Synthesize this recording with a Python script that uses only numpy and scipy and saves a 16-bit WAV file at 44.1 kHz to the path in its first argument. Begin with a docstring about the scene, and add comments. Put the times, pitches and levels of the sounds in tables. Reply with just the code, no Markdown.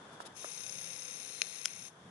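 """A camera's geared zoom motor whirs for a second and a half, close to the left microphone.
Its teeth tap and rub, ringing the housing, and late in the travel the lens mechanism snaps twice.
A small lens motor twitches before the zoom starts, and a finger bumps the housing early on.
The place is a quiet lawn with soft air, turned down while the zoom runs, and a low distant rumble."""
import sys
import numpy as np
from scipy import signal
from scipy.fft import rfft, irfft
from scipy.io import wavfile

SR = 44100
rng = np.random.default_rng(int(sys.argv[2]) if len(sys.argv) > 2 else 0)


def wrap_up_sound(samples):
    """Save the sound to the file named by the first command line argument, as 16-bit audio."""
    columns = np.atleast_2d(samples).T
    # keep every value between -1 and 1, then stretch to whole-number steps
    tamed = np.clip(columns, -1, 1)
    steps = np.round(tamed * 32767).astype(np.int16)
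    wavfile.write(sys.argv[1], SR, steps)


N = 92610
T, HZ = np.arange(N) / SR, np.fft.rfftfreq(N, 1 / SR)


# Motor drive at the near, left microphone (time [s], level [dB])
MOTOR_DRIVE = [(.335, -69), (.368, -42.5), (.46, -40), (.72, -40), (1.3, -41), (1.58, -41.5), (1.72, -44.5),
               (1.88, -43), (1.9, -58.5), (1.92, -65)]
# Six rubs in each turn of the gear (position [turns], level in rattle [dB], level in fizz [dB])
GEAR_RUBS = [(0, 1, 1), (.135, 2, 1), (.335, -1.5, -3), (.49, -5.5, 4), (.665, -.5, 3), (.83, -7.5, -1)]
# The knock that comes once a turn, against the rubs (time [s], level [dB])
GEAR_KNOCK = [(.4, -20), (.54, -2), (.62, 5), (.8, .5), (1.08, -1), (1.25, -9), (1.42, -5), (1.56, 1),
              (1.85, 0)]
# Motor at the far, right microphone, against the left (frequency [Hz], gain [dB])
MOTOR_RIGHT = [(300, -14), (1300, -5.5), (1900, -9.5), (3600, -13), (4300, -20.5), (5300, -24.5),
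               (6300, -16), (7400, -22), (8900, -22), (11000, -28.5)]

def motor(rattle_hz=5800, half_width_hz=1150, far_likeness=.71, far_phase_rad=1.88):
    """Close left: tooth taps swell with the rubs and ring the housing as buzz, rattle and top fizz."""
    rattle_power = amp(-13.5) ** 2 + sum((amp(db) * rub(at)) ** 2 for at, db, _ in GEAR_RUBS)
    rattle_power += (amp(curve(GEAR_KNOCK)) * rub(0, fall_s=.003)) ** 2
    fizz_power = amp(-8) ** 2 + sum((amp(db) * rub(at)) ** 2 for at, _, db in GEAR_RUBS)
    pulse, drive = unit(np.sqrt(rattle_power)), amp(curve(MOTOR_DRIVE))
    band = 1 / (1 + ((HZ - rattle_hz) / half_width_hz) ** 10)
    layers = [(pulse ** .45, (1 - band) * (HZ < rattle_hz)),  # the buzz pulses only in part
              (pulse, band),
              (np.sqrt(fizz_power), (1 - band) * (HZ > rattle_hz))]
    near = drive * sum(colour(unit(level) * teeth(), np.sqrt(share)) for level, share in layers)
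    far = far_likeness * near + np.sqrt(1 - far_likeness ** 2) * drive * pulse * noise()
    far = colour(far, amp(spectrum(MOTOR_RIGHT)) * np.exp(1j * far_phase_rad))
    return lens_travel(colour(np.array([near, far]), unit(housing(excitation=0))))


# The gear's lead over steady speed (time [s], lead [turns])
GEAR_LEAD = [(.4, 0.045), (.62, -0.019), (1.0, 0.04), (1.42, -.01), (1.62, .08), (1.9, .11)]
TURNS_PER_S = 33.6

def gear_turns(zero_s=.6932):
    """Angle of the slightly unevenly running gear, in turns."""
    return (T - zero_s) * TURNS_PER_S + curve(GEAR_LEAD)


def teeth(count=30, spacing_error_s=.00008, jitter_s=.00004, tap_share=.62):
    """One tap per gear tooth, each a little off its place, over sliding friction."""
    tooth = np.arange(-25 * count, 42 * count)
    times = np.interp(tooth / count, gear_turns(), T)
    times += spacing_error_s * rng.standard_normal(count)[tooth % count]
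    times += jitter_s * rng.standard_normal(len(times))
    taps = np.zeros(N)
    taps[np.clip(np.round(times * SR).astype(int), 0, N - 1)] = 1
    taps = unit(colour(taps, amp(spectrum([(1100, -37), (2200, -1), (3200, 1.5)]))))
    return np.sqrt(tap_share) * taps + np.sqrt(1 - tap_share) * noise()


def rub(position, rise_s=.0004, fall_s=.0017, uneven_db=.7):
    """Envelope of the gear rubbing at one place in every turn, never twice equally hard."""
    angle = gear_turns() - position
    age = angle % 1 / TURNS_PER_S
    strength = amp(uneven_db * rng.standard_normal(128))[np.floor(angle).astype(int)]
    return (1 - np.exp(-age / rise_s)) * np.exp(-age / fall_s) * strength


# Midrange of the whir along the travel (time [s], level [dB])
WHIR_MIDRANGE = [(.4, -4), (.7, -5), (.87, 1.5), (1.05, -1), (1.35, -1), (1.58, 1.5), (1.72, 4.5),
                 (1.88, -3.5)]

def lens_travel(whir, ring_hz=4130, width_hz=248, swell_db=7.5, peak_s=1.44, spread_s=.2):
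    """As the lens travels out the whir's midrange grows, and a narrow ring swells and fades."""
    midrange = colour(whir, amp(spectrum([(1000, -61), (1800, -1), (4400, -17), (5000, -27)])))
    whir = whir + midrange * (amp(curve(WHIR_MIDRANGE)) - 1)
    ring = colour(whir, bell(HZ - ring_hz, width_hz))
    return whir + ring * (amp(swell_db * bell(T - peak_s, spread_s)) - 1)


# Housing modes (frequency [Hz], width [Hz], level for motor [dB], hard snap [dB], rattling snap [dB])
HOUSING_MODES = [(1480, 250, -17.5, -16, -11.5), (2160, 930, -11, -8, -12.5), (2576, 510, -11.5, 2, -14),
                 (3225, 540, -17.5, -9.5, -3.5), (3698, 167, -6, -9, -13), (4130, 375, -14, -0.5, -7),
                 (5325, 570, -5.5, -3.5, 2.5), (6225, 437, -.5, -1, 0), (6580, 460, -23, -11, -11),
                 (7380, 280, -14, -30, 0), (8780, 230, -11, -12, -18), (9770, 670, -7, -15.5, -14),
                 (10800, 680, -8.5, -28, -3)]
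# Broad response between the modes (frequency [Hz], level [dB])
HOUSING_BODY = [(60, -39), (300, -29.5), (480, -17.5), (800, -19), (1300, -28.5), (3000, -23),
                (4400, -16.5), (6900, -16), (8100, -21), (11000, -16.5)]
# Dead bands between the modes (frequency [Hz], width [Hz], gain [dB])
HOUSING_DIPS = [(3550, 80, -4), (3980, 80, -4), (4720, 210, -10), (5780, 100, -5)]

def housing(excitation, steepness=2.6):
    """Causal response of the housing to 0 the motor, 1 a hard snap or 2 a rattling snap."""
    power = amp(spectrum(HOUSING_BODY)) ** 2
    if excitation:  # in the treble a snap rings mainly the modes
        power /= 1 + (HZ / 3010) ** 2
    for hz, width, *db in HOUSING_MODES:
        power += (amp(db[excitation]) / (1 + ((HZ - hz) / width) ** 2) ** steepness) ** 2
    dip_share = .18 if excitation else 1
    for hz, width, db in HOUSING_DIPS:
        power *= amp(db * dip_share * bell(HZ - hz, width)) ** 2
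    cepstrum = irfft(np.log(power) / 2, N)  # folded to minimum phase: the ring follows the blow
    cepstrum[1:N // 2] *= 2
    cepstrum[N // 2 + 1:] = 0
    return np.exp(rfft(cepstrum))


# Strikes within the two snaps (time [s], level [dB], kind [0 hard, 1 rattling])
LENS_STRIKES = [(1.4180, 14, 0), (1.4205, 1, 0), (1.651, -7, 1), (1.6539, -0.5, 1), (1.6558, -3.5, 1),
                (1.6567, 11, 1), (1.6592, -9.5, 1), (1.6816, -9.5, 0)]
# Snaps at the right microphone, against the left (frequency [Hz], hard [dB], rattling [dB])
STRIKE_RIGHT = [(1370, -1, 5.5), (2560, -21, -1.5), (3150, -9, -6.5), (4180, -22, -18), (5404, -22, -15),
                (6600, -15, -10), (7700, -20, -1.5), (9300, -24, 3), (10700, -24, -20)]

def lens_snaps(chatter_db=-16, chatter_s=.0015, low_cut_hz=970):
    """Close, mostly left: parts of the lens mechanism strike the housing and chatter for a moment."""
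    out = np.zeros((2, N))
    for kind in range(2):
        force = np.zeros((2, N))
        for s, db, _ in [row for row in LENS_STRIKES if row[2] == kind]:
            chatter = rng.standard_normal((2, N)) * np.exp(-abs(T - s) / chatter_s) * (T > s)
            force += amp(db + chatter_db) * unit(chatter) / np.sqrt(N)
            force[:, round(s * SR)] += amp(db)
        force[1] = colour(force[1], amp(spectrum([(hz, db[kind]) for hz, *db in STRIKE_RIGHT])))
        out += colour(force, housing(excitation=kind + 1) * (HZ / (HZ - 1j * low_cut_hz)) ** 2)
    return out


# Finger bumps (time [s], level [dB], pitch [Hz], half length [s], right gain [dB], right lag [s])
FINGER_BUMPS = [(0.2043, -30.5, 940, 0.00051, 4, -0.00052), (0.252, -45, 690, 0.0008, 3, 0),
                (0.4448, -34, 1190, 0.0006, 4, -.0002), (0.4466, -32, 577, 0.0012, -4, -.0002),
                (.4498, -45, 443, 0.0017, -4, 0)]

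def finger_bumps(tail_db=-13.5, tail_s=.006, low_cut_hz=254):
    """Right by the microphones, a finger gives the housing dull knocks with a short tail."""
    out = np.zeros((2, N))
    for s, db, hz, half_length, right_db, lag in FINGER_BUMPS:
        age = T - s - np.array([[0], [lag]])
        knock = bell(age, half_length) * np.cos(2 * np.pi * hz * age)
        band = np.minimum(HZ / hz, 1) / (1 + 3 * (HZ / hz - 1) ** 2)
        tail = unit(colour(rng.standard_normal((2, N)), band)) * np.exp(-abs(age) / tail_s) * (age > 0)
        out += amp([[db], [db + right_db]]) * (knock + amp(tail_db) * tail)
    return colour(out, HZ / (HZ - 1j * low_cut_hz))


# Lens motor twitches at the left microphone (time [s], length [s], level [dB])
MOTOR_TWITCHES = [(.115, 0.048, -55), (0.2, 0.033, -47.5), (0.251, 0.029, -43.5), (.318, .016, -60)]
# Tone of the twitches (frequency [Hz], level [dB])
TWITCH_TONE = [(300, -11), (1500, -13), (2800, -4.5), (3600, -1), (4300, -6), (5200, -3.5), (6400, -5.5),
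               (8000, -9.5), (10000, -5.5), (11000, -4)]

def motor_twitches(right_db=-7):
    """Close left: short bright whirs of a small lens motor before the zoom starts."""
    level = sum(amp(db) * np.sin(np.pi * np.clip((T - s) / length, 0, 1)).clip(0) ** .66
                for s, length, db in MOTOR_TWITCHES)
    whir = unit(colour(rng.standard_normal((2, N)), amp(spectrum(TWITCH_TONE))))
    return level * amp([[0], [right_db]]) * whir


# Soft hum under the whir (time [s], pitch [Hz], level [dB])
HUM_PATH = [(.36, 490, -76), (0.421, 494, -59.5), (0.551, 456.7, -70.5), (0.8, 527.2, -69.5),
            (1.1, 499.6, -67), (1.5, 465, -66.5), (1.8, 471, -84)]

def hum(width_hz=106):
    """Centred and faint: a narrow band of noise wanders in pitch while the motor runs."""
    times, hz, db = np.transpose(HUM_PATH)
    waver = unit(colour(noise(), 1 / (1 + (2 * HZ / width_hz) ** 4)))
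    tone = np.cos(2 * np.pi * np.cumsum(np.interp(T, times, hz)) / SR)
    return amp(np.interp(T, times, db, -120, -120)) * unit(waver * tone)


# Tone of the air over the lawn (frequency [Hz], level [dB])
AIR_TONE = [(120, -35), (200, -5.5), (1000, -6), (1650, -6.5), (2130, -14.5), (2830, -19), (3460, -8.5),
            (3890, -21.5), (5720, -22.5), (11000, -32.5), (14300, -69)]
# Likeness of the air at the two microphones (frequency [Hz], correlation [0-1])
AIR_LIKENESS = [(130, 0.47), (270, 0.99), (580, 0.65), (1230, 0.21), (2600, 0.012)]
# Air at the right microphone, against the left (frequency [Hz], gain [dB])
AIR_BALANCE = [(1100, -0.5), (2000, -6), (3600, -5), (11000, 2.5)]
# The camera turns the outdoor background down while the zoom runs (time [s], level [dB])
AIR_DUCKING = [(0, -54), (.28, -53.5), (.35, -57.5), (.6, -59), (1.85, -61), (2.1, -57)]

def lawn_air(low_cut_hz=230):
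    """All around the microphones: diffuse outdoor air, wide in the treble."""
    left, likeness = noise(), spectrum(AIR_LIKENESS)
    right = colour(left, likeness) + colour(noise(), np.sqrt(1 - likeness ** 2))
    right = colour(right, amp(spectrum(AIR_BALANCE)))
    tone = amp(spectrum(AIR_TONE)) * np.minimum(HZ / low_cut_hz, 1) ** 3
    return unit(colour(np.array([left, right]), tone)) * amp(curve(AIR_DUCKING))


# Tone of the distant rumble (frequency [Hz], level [dB])
RUMBLE_TONE = [(20, -26), (50, -19), (80, -9), (120, -1.5), (165, 4), (220, -5.5), (320, -23.5),
               (700, -40.5)]
# Loudness of the rumble as heard (time [s], level [dB])
RUMBLE_LOUDNESS = [(0, -63), (.33, -62), (.42, -69.5), (.62, -65), (.75, -62.5), (1.2, -68.5),
                   (1.65, -69.5), (1.82, -60.5), (1.91, -68.5), (2.1, -56)]

def distant_rumble():
    """Far off: a low rumble that reaches both microphones alike."""
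    return unit(colour(noise(), amp(spectrum(RUMBLE_TONE)))) * amp(curve(RUMBLE_LOUDNESS))


def amp(db):
    """Decibels to gain."""
    return 10 ** (np.asarray(db) / 20)


def unit(x):
    """Scales to rms 1."""
    return x / np.sqrt(np.mean(abs(x) ** 2) + 1e-20)


def bell(offset, width):
    """Gaussian of height 1."""
    return np.exp(-(offset / width) ** 2)


def curve(points):
    """A table of times, read at every sample."""
    return np.interp(T, *np.transpose(points))


def spectrum(points):
    """A table of frequencies, read at every bin."""
    hz, value = np.transpose(points)
    return np.interp(np.log(HZ + 1), np.log(hz + 1), value)


def colour(x, gain):
    """Filters by a gain per bin."""
    return irfft(rfft(x) * gain, N)


def noise():
    """White noise of rms 1."""
    return rng.standard_normal(N)


def scene():
    """The camera's own noises up close, the quiet lawn behind."""
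    camera = motor() + hum() + lens_snaps() + finger_bumps() + motor_twitches()
    return camera + lawn_air() + distant_rumble()


def record(dry):
    """The recorder cuts off steeply above 11 kHz."""
    low_pass = signal.firwin(1001, 11030, window=("kaiser", 7), fs=SR)
    return signal.oaconvolve(dry, low_pass[None], "same")


dry = scene()
out = record(dry)
wrap_up_sound(out)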